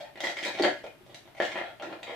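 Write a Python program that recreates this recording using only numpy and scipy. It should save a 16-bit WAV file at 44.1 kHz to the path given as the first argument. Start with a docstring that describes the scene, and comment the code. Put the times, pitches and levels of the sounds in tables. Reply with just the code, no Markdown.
"""A short plastic scrape, then clicks: fingers pick and pull at the lid of a noodle cup, close by.
Lid and rim give way in snaps, and each pull scrapes out a run of tiny slips (stick-slip friction).
These impulses excite the resonances of the cup's wall and air; the thin wall also buckles with a
hollow thump. All of it reverberates in a small, hard-walled room, over faint noise and a low hum."""
import sys
import numpy as np
from scipy import signal
from scipy.fft import rfft, irfft
from scipy.io import wavfile
from scipy.ndimage import uniform_filter1d

SR = 44100
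rng = np.random.default_rng(int(sys.argv[2]) if len(sys.argv) > 2 else 0)


def store_pcm(level_fs):
    """Save levels as 16-bit WAV."""
    pcm = np.round(np.clip(level_fs, -1, 1) * 32767).astype(np.int16)
    wavfile.write(sys.argv[1], SR, np.atleast_2d(pcm).T)


N = 94815


def amp(db):
    """Amplitude ratio of a level in decibels."""
    return 10 ** (np.asarray(db) / 20)


def unit(x):
    """Normalisation to rms 1."""
    return x / np.sqrt(np.mean(x ** 2) + 1e-20)


def read(points, hz):
    """Interpolation of a table on a log-frequency axis."""
    f, value = np.transpose(points)
    return np.interp(np.log(hz + 1), np.log(f + 1), value)


def add(mix, start, sound):
    """Superposition: a sound joins the mix at a time in seconds."""
    part = mix[max(round(start * SR), 0):][:len(sound)]
    part += sound[:len(part)]


def bins(size):
    """Frequencies of a discrete spectrum."""
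    return np.fft.rfftfreq(size, 1 / SR)


def minimum_phase(db):
    """Minimum phase gives the sharpest causal impulse response with this spectrum."""
    cepstrum = irfft(np.log(amp(db)))
    half = len(cepstrum) // 2
    fold = np.r_[1, np.full(half - 1, 2), 1, np.zeros(half - 1)]
    return irfft(np.exp(rfft(cepstrum * fold)))[:half]


# Spectral density of the room noise: f/Hz, relative level/dB
NOISE_SPECTRUM = [(15, -40), (25, -4.5), (64, -6), (126, 1.5), (193, -2.5), (359, 0), (537, -8.5),
                  (666, -5.5), (895, -9), (3090, -12.5), (6730, -25.5), (14300, -24.5), (15500, -38)]
# Likeness of the noise at the two ears: f/Hz, correlation coefficient
NOISE_CORRELATION = [(30, 0.11), (120, 0.56), (300, 0.3), (900, 0.13), (3000, 0.071)]

def background(noise_db=-58, hum_db=-71, hum_hz=117, half_width_hz=4.7):
    """Partly coherent room noise, and a narrow noise band whose components beat as a wavering hum."""
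    hz = bins(size=2 * N)
    left, independent, hum_noise = rfft(rng.standard_normal((3, 2 * N)))
    correlation = read(NOISE_CORRELATION, hz)
    right = correlation * left + np.sqrt(1 - correlation ** 2) * independent
    air = irfft(np.array([left, right]) * amp(read(NOISE_SPECTRUM, hz)))[:, :N]
    hum = irfft(hum_noise / (1 + ((hz - hum_hz) / half_width_hz) ** 2))[:N]
    return amp(noise_db) * unit(air) + amp(hum_db) * unit(hum)


# Reverberation time: f/Hz, T60/s
ROOM_DECAY = [(150, 0.36), (500, 0.23), (1500, 0.32), (4000, 0.26), (9000, 0.31), (15000, 0.23)]

def diffuse_field(size, gap_s=0.00061, build_s=0.001, evenness=0.36):
    """Dense reflections decay exponentially; returns the flattened spectra of two independent tails."""
    hz, t, noise = signal.stft(rng.standard_normal((2, size)), SR, nperseg=256)
    decay = amp(-60 * t / read(ROOM_DECAY, hz)[:, None])
    tails = signal.istft(noise * decay, SR, nperseg=256)[1][:, :size]
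    tails *= np.clip((np.arange(size) / SR - gap_s) / build_s, 0, 1)
    spectra = rfft(tails)
    # soften the narrow peaks, then level the broad colour
    peaks_db = 10 * np.log10(abs(uniform_filter1d(abs(spectra) ** 2, size=12, axis=1)) + 1e-9)
    spectra *= np.array([rfft(minimum_phase(-evenness * db), size) for db in peaks_db])
    return spectra / np.sqrt(uniform_filter1d(abs(spectra) ** 2, size=200, axis=1))


# Width of the reflections, side over mid: f/Hz, level/dB
ECHO_WIDTH = [(100, -5), (330, -12.5), (650, -5.5), (1200, -3), (2200, -1.5), (5000, 0.5), (12000, 1.5)]
# Reverberant over direct sound: f/Hz, level/dB
ECHO_RATIO = [(300, 0), (800, 6), (2000, 5), (6000, 8)]
# Interaural level difference, left over right: f/Hz, level/dB
EAR_BALANCE = [(150, 2), (330, -1.6), (700, 2), (1400, 2), (2800, 0), (12000, 0.5)]

def room(source):
    """Direct and reverberant fields superpose; the reflections widen toward the treble."""
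    size = SR // 2
    hz = bins(size)
    mid, side = diffuse_field(size)
    ear = np.array([[1], [-1]])  # left, right
    width, wet = amp(read(ECHO_WIDTH, hz)), amp(read(ECHO_RATIO, hz))
    echoes = (mid + ear * width * side) / np.sqrt(1 + width ** 2)
    direct = np.exp(-1j * np.pi * hz * (1 - ear) / SR)  # one sample later on the right
    balance = amp(ear * read(EAR_BALANCE, hz) / 2)
    transfer = (direct + wet * echoes) / np.sqrt(1 + wet ** 2) * balance
    lead = size // 10  # space for the filters' pre-ringing
    response = np.roll(irfft(transfer), lead, axis=1)
    return signal.fftconvolve(source[None], response, axes=1)[:, lead:lead + N]


# Broad frequency response of the cup: f/Hz, relative level/dB
CUP_COLOUR = [(40, -39), (120, -24), (210, -11.5), (340, -4.5), (440, -6.5), (590, -0.5), (830, -5.5),
              (1150, -11.5), (1450, -11), (1950, -3.5), (2600, -11), (3100, -6), (4300, -11), (5000, -16.5),
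              (7500, -23), (9200, -32.5), (12500, -40), (15000, -36)]
# Resonance peaks and dips of the cup: f/Hz, bandwidth/Hz, gain/dB
CUP_RESONANCES = [(363.4, 48, 6.5), (420, 47, -9), (490, 24, 8), (581.3, 28.6, 7.5), (643.6, 8.7, 10.5),
                  (709, 63, 10), (764, 31, 3), (890, 13, 11), (1390, 47, 10.5), (1670, 12, 8),
                  (1790, 90, 0), (1948, 24, 5), (2117, 27, 5), (2430, 43, 10.5), (3560, 10, -3),
                  (3876, 18.4, 2)]

def cup(force, gain_db=31.5):
    """Resonance: the cup's wall and enclosed air ring with every push."""
    hz = bins(size=16384)
    resonances_db = sum(db / (1 + (2 * (hz - f) / width) ** 2) for f, width, db in CUP_RESONANCES)
    response = minimum_phase(read(CUP_COLOUR, hz) + resonances_db)
    return amp(gain_db) * signal.fftconvolve(force, response / np.linalg.norm(response))[:N]


# Thumps of the wall: t/s, f/Hz, level/dB, T60/s
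WALL_BUCKLES = [(0.595, 374, -10.5, 0.058), (.605, 320.4, -10, 0.047), (0.646, 362, -18, 0.023),
                (0.8413, 375, -21, 0.011), (0.999, 372, -40.5, 0.16), (1.031, 116, -41, 0.066),
                (1.247, 344, -45, 0.079), (1.401, 606, -15.5, 0.014), (1.402, 331, -23, 0.031),
                (1.87, 340, -26, 0.059), (1.923, 354, -30, 0.053), (2.073, 502, -26, 0.1),
                (2.11, 482, -27, 0.089)]

def buckles(rise_share=0.056):
    """Buckling: the thin wall pops in with a low note that the hand damps at once."""
    out, t = np.zeros(N), np.arange(SR // 5) / SR
    for start, hz, db, t60 in WALL_BUCKLES:
        rise = (1 - np.exp(-t / (rise_share * t60))) ** 2
        decay = amp(db - 60 * t / t60)
        add(out, start, rise * decay * np.sin(2 * np.pi * hz * t))
    return out


def push(level_db, weight_db, hollow_db, bright_db, patch_hz):
    """Dispersion: a push rings a patch of plastic; bending waves smear and colour it anew each time."""
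    patch_db, relative_width = 10, 0.17
    smear_s, ripple_db = 0.0016, 4
    hz = bins(size=2048)
    # f/Hz, level/dB; the highest treble follows brightness more steeply
    tone = [(387, weight_db), (642, hollow_db), (1830, 0), (2990, 0),
            (5430, bright_db), (13000, 1.16 * bright_db)]
    resonance = patch_db / (1 + (2 * (hz / patch_hz - 1) / relative_width) ** 2)
    noise = rng.standard_normal((2, len(hz)))
    ripple, lag = uniform_filter1d(uniform_filter1d(noise, size=10), size=10)
    bending = np.minimum(hz / 1830, 1)  # ripple and smear shrink toward the bass
    click = minimum_phase(read(tone, hz) + resonance + ripple_db * bending * unit(ripple))
    group_delay = smear_s * bending * abs(unit(lag))
    phase = -2 * np.pi * np.cumsum(group_delay) * hz[1]
    smeared = irfft(rfft(click, 2 * len(click)) * np.exp(1j * phase))
    return amp(level_db) * smeared[:len(click)]


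# Scrapes: t/s, duration/s, relative level/dB, weight/dB, hollowness/dB, brightness/dB, patch f/Hz
LID_PULLS = [(0, 0.023, -41, -1.5, 2, 1, 582), (0.036, 0.047, -52, -24, 0, -22, 850),
             (0.168, 0.088, -48, 3, -18, -15, 1920), (0.229, .09, -43, 2, 8, 7, 2040),
             (0.362, 0.084, -50, 10, 12.5, 11, 1900), (0.452, 0.037, -33.5, 6.5, 6.5, 3.5, 3900),
             (0.496, 0.16, -42.5, 0.5, -4.5, 0.5, 2220), (0.644, 0.044, -36, 4.5, 3, 0, 1470),
             (0.753, 0.056, -56, 10.5, -12, 6, 2880), (0.834, 0.02, -48.5, 0, 5, 0, 2310),
             (1.089, 0.047, -57, 14, 3, -1, 3400), (1.19, 0.14, -79, -22, -13, -6, 3530),
             (1.363, 0.12, -49.5, -8, 7, 3, 2280), (1.416, .065, -38, -5, -6, 1.5, 3080),
             (1.455, 0.13, -43.5, -16, -0.5, -2, 2120), (1.54, 0.098, -37, 4.5, -1.5, -10.5, 1024),
             (1.62, 0.096, -48, 1, 5, -5.5, 1400), (1.803, 0.032, -51.5, 12, 20, -15, 2260),
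             (1.827, 0.066, -41, 8, 3, -6.5, 1020), (1.896, 0.051, -42.5, 10.5, 0.5, -10.5, 1070),
             (1.997, 0.087, -60.5, 15.5, 10, 0, 910), (2.065, .14, -41, 3, 3.5, -6.5, 2210)]

def pulls(slips_per_s=900, spread_db=1.5, skew=0.49, roundness=0.31, gain_db=-32):
    """Stick-slip friction: each pull swells and fades as a run of tiny uneven slips."""
    out = np.zeros(N)
    slipping = rng.random(N) < slips_per_s / SR
    strength = amp(spread_db * rng.exponential(1, N))
    slips = slipping * strength * rng.choice([-1., 1.], N)
    for start, duration, *touch in LID_PULLS:
        run = unit(slips[round(start * SR):][:round(duration * SR)])
        swell = abs(np.sin(np.pi * np.linspace(0, 1, len(run)) ** skew)) ** roundness
        add(out, start, signal.fftconvolve(run * swell, push(*touch)))
    return amp(gain_db) * out


# Clicks: t/s, relative level/dB, weight/dB, hollowness/dB, brightness/dB, patch f/Hz
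LID_SNAPS = [(0.156, -51, 9.5, -9, -2, 2050), (.174, -50.5, 6.5, 5.5, -1, 1900),
             (.204, -41, -8, 4, 8.5, 3400), (.236, -42, 10, -12, 4.5, 2080), (.240, -35, 1, 1.5, 2, 1910),
             (.251, -41, 2, 5, 6.5, 1910), (.269, -35.5, 3, -13, 1, 1896), (.292, -48, -8, -6, 7, 1930),
             (.298, -42.5, 5.5, 3.5, 3, 2070), (.3685, -37, -10, -13, -5, 2180),
             (.3745, -46, -6, -27, -24, 2320), (.3865, -39.5, -16, -8, 0, 1980),
             (.428, -42, 10, -11, 5, 2540), (.435, -35.5, -27, -27, 1.5, 3120),
             (.4495, -36.5, 3.5, -24, 6.5, 2250), (.5495, -44.5, 10, -1, -2, 2530),
             (0.576, -46, -3, 8, 1, 2140), (0.587, -37.5, -42, 3, -4, 4070), (.5965, -41.5, 15, 13, 3, 810),
             (0.622, -35.5, -19, -6, 7, 4500), (.6355, -26.5, 9, 3.5, -13.5, 1610),
             (.644, -30, 3.5, 4, -1.5, 1440), (.649, -31.5, 9.5, 12, -5, 1770),
             (.663, -38, 10.5, -7, -11, 1760), (.764, -50, -15, -9, -6, 2050),
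             (.8405, -51.5, 17, 14.5, 2.5, 1400), (0.864, -50.5, 6, -4, 1, 2410),
             (1.064, -69, 13, 17, 15, 3440), (1.1445, -48, -3, -2.5, 7.5, 3550),
             (1.255, -64, -7, 9, -2, 3750), (1.275, -56.5, -8, 2.5, -2.5, 970),
             (1.349, -59, -17, 10, 1, 2240), (1.373, -62, -14, -7, -1, 2340),
             (1.401, -29, 5, 4.5, -10.5, 1780), (1.415, -36, -5, -7, -25, 1940),
             (1.421, -36, -2, -11, -3, 3100), (1.451, -42.5, 10.5, -3, 4, 3020),
             (1.517, -43.5, -1, -7, 1, 2290), (1.5565, -38.5, 8.5, 6, -26, 1780),
             (1.575, -40, -3, 1, -5, 1790), (1.586, -40.5, -21, 0, -12, 3060),
             (1.613, -43.5, 2, 10, -22, 1800), (1.7975, -47.5, -17, 5.5, -5.5, 3100),
             (1.8225, -45, -21, 1.5, 0.5, 1370), (1.926, -43.5, -6.5, -1, -7, 1296),
             (1.988, -66, 9, 12, 4, 666), (2.0295, -45, 1.5, 2, 5, 2960), (2.096, -46.5, 3, 7, -25, 2130)]

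def snaps():
    """Impulsive excitation: the lid and rim give way in single clicks."""
    out = np.zeros(N)
    for start, *touch in LID_SNAPS:
        add(out, start, push(*touch))
    return out


def scene():
    """Source and filter: snaps and pulls drive the cup, whose sound joins the thumps in the room."""
    return room(cup(snaps() + pulls()) + buckles()) + background()


def record(dry, cutoff_hz=15600):
    """Band limiting: a linear-phase low-pass removes the highest treble."""
    lowpass = signal.firwin(511, cutoff_hz, window=("kaiser", 9), fs=SR)
    return signal.oaconvolve(dry, lowpass[None], "same")


dry = scene()
out = record(dry)
store_pcm(out)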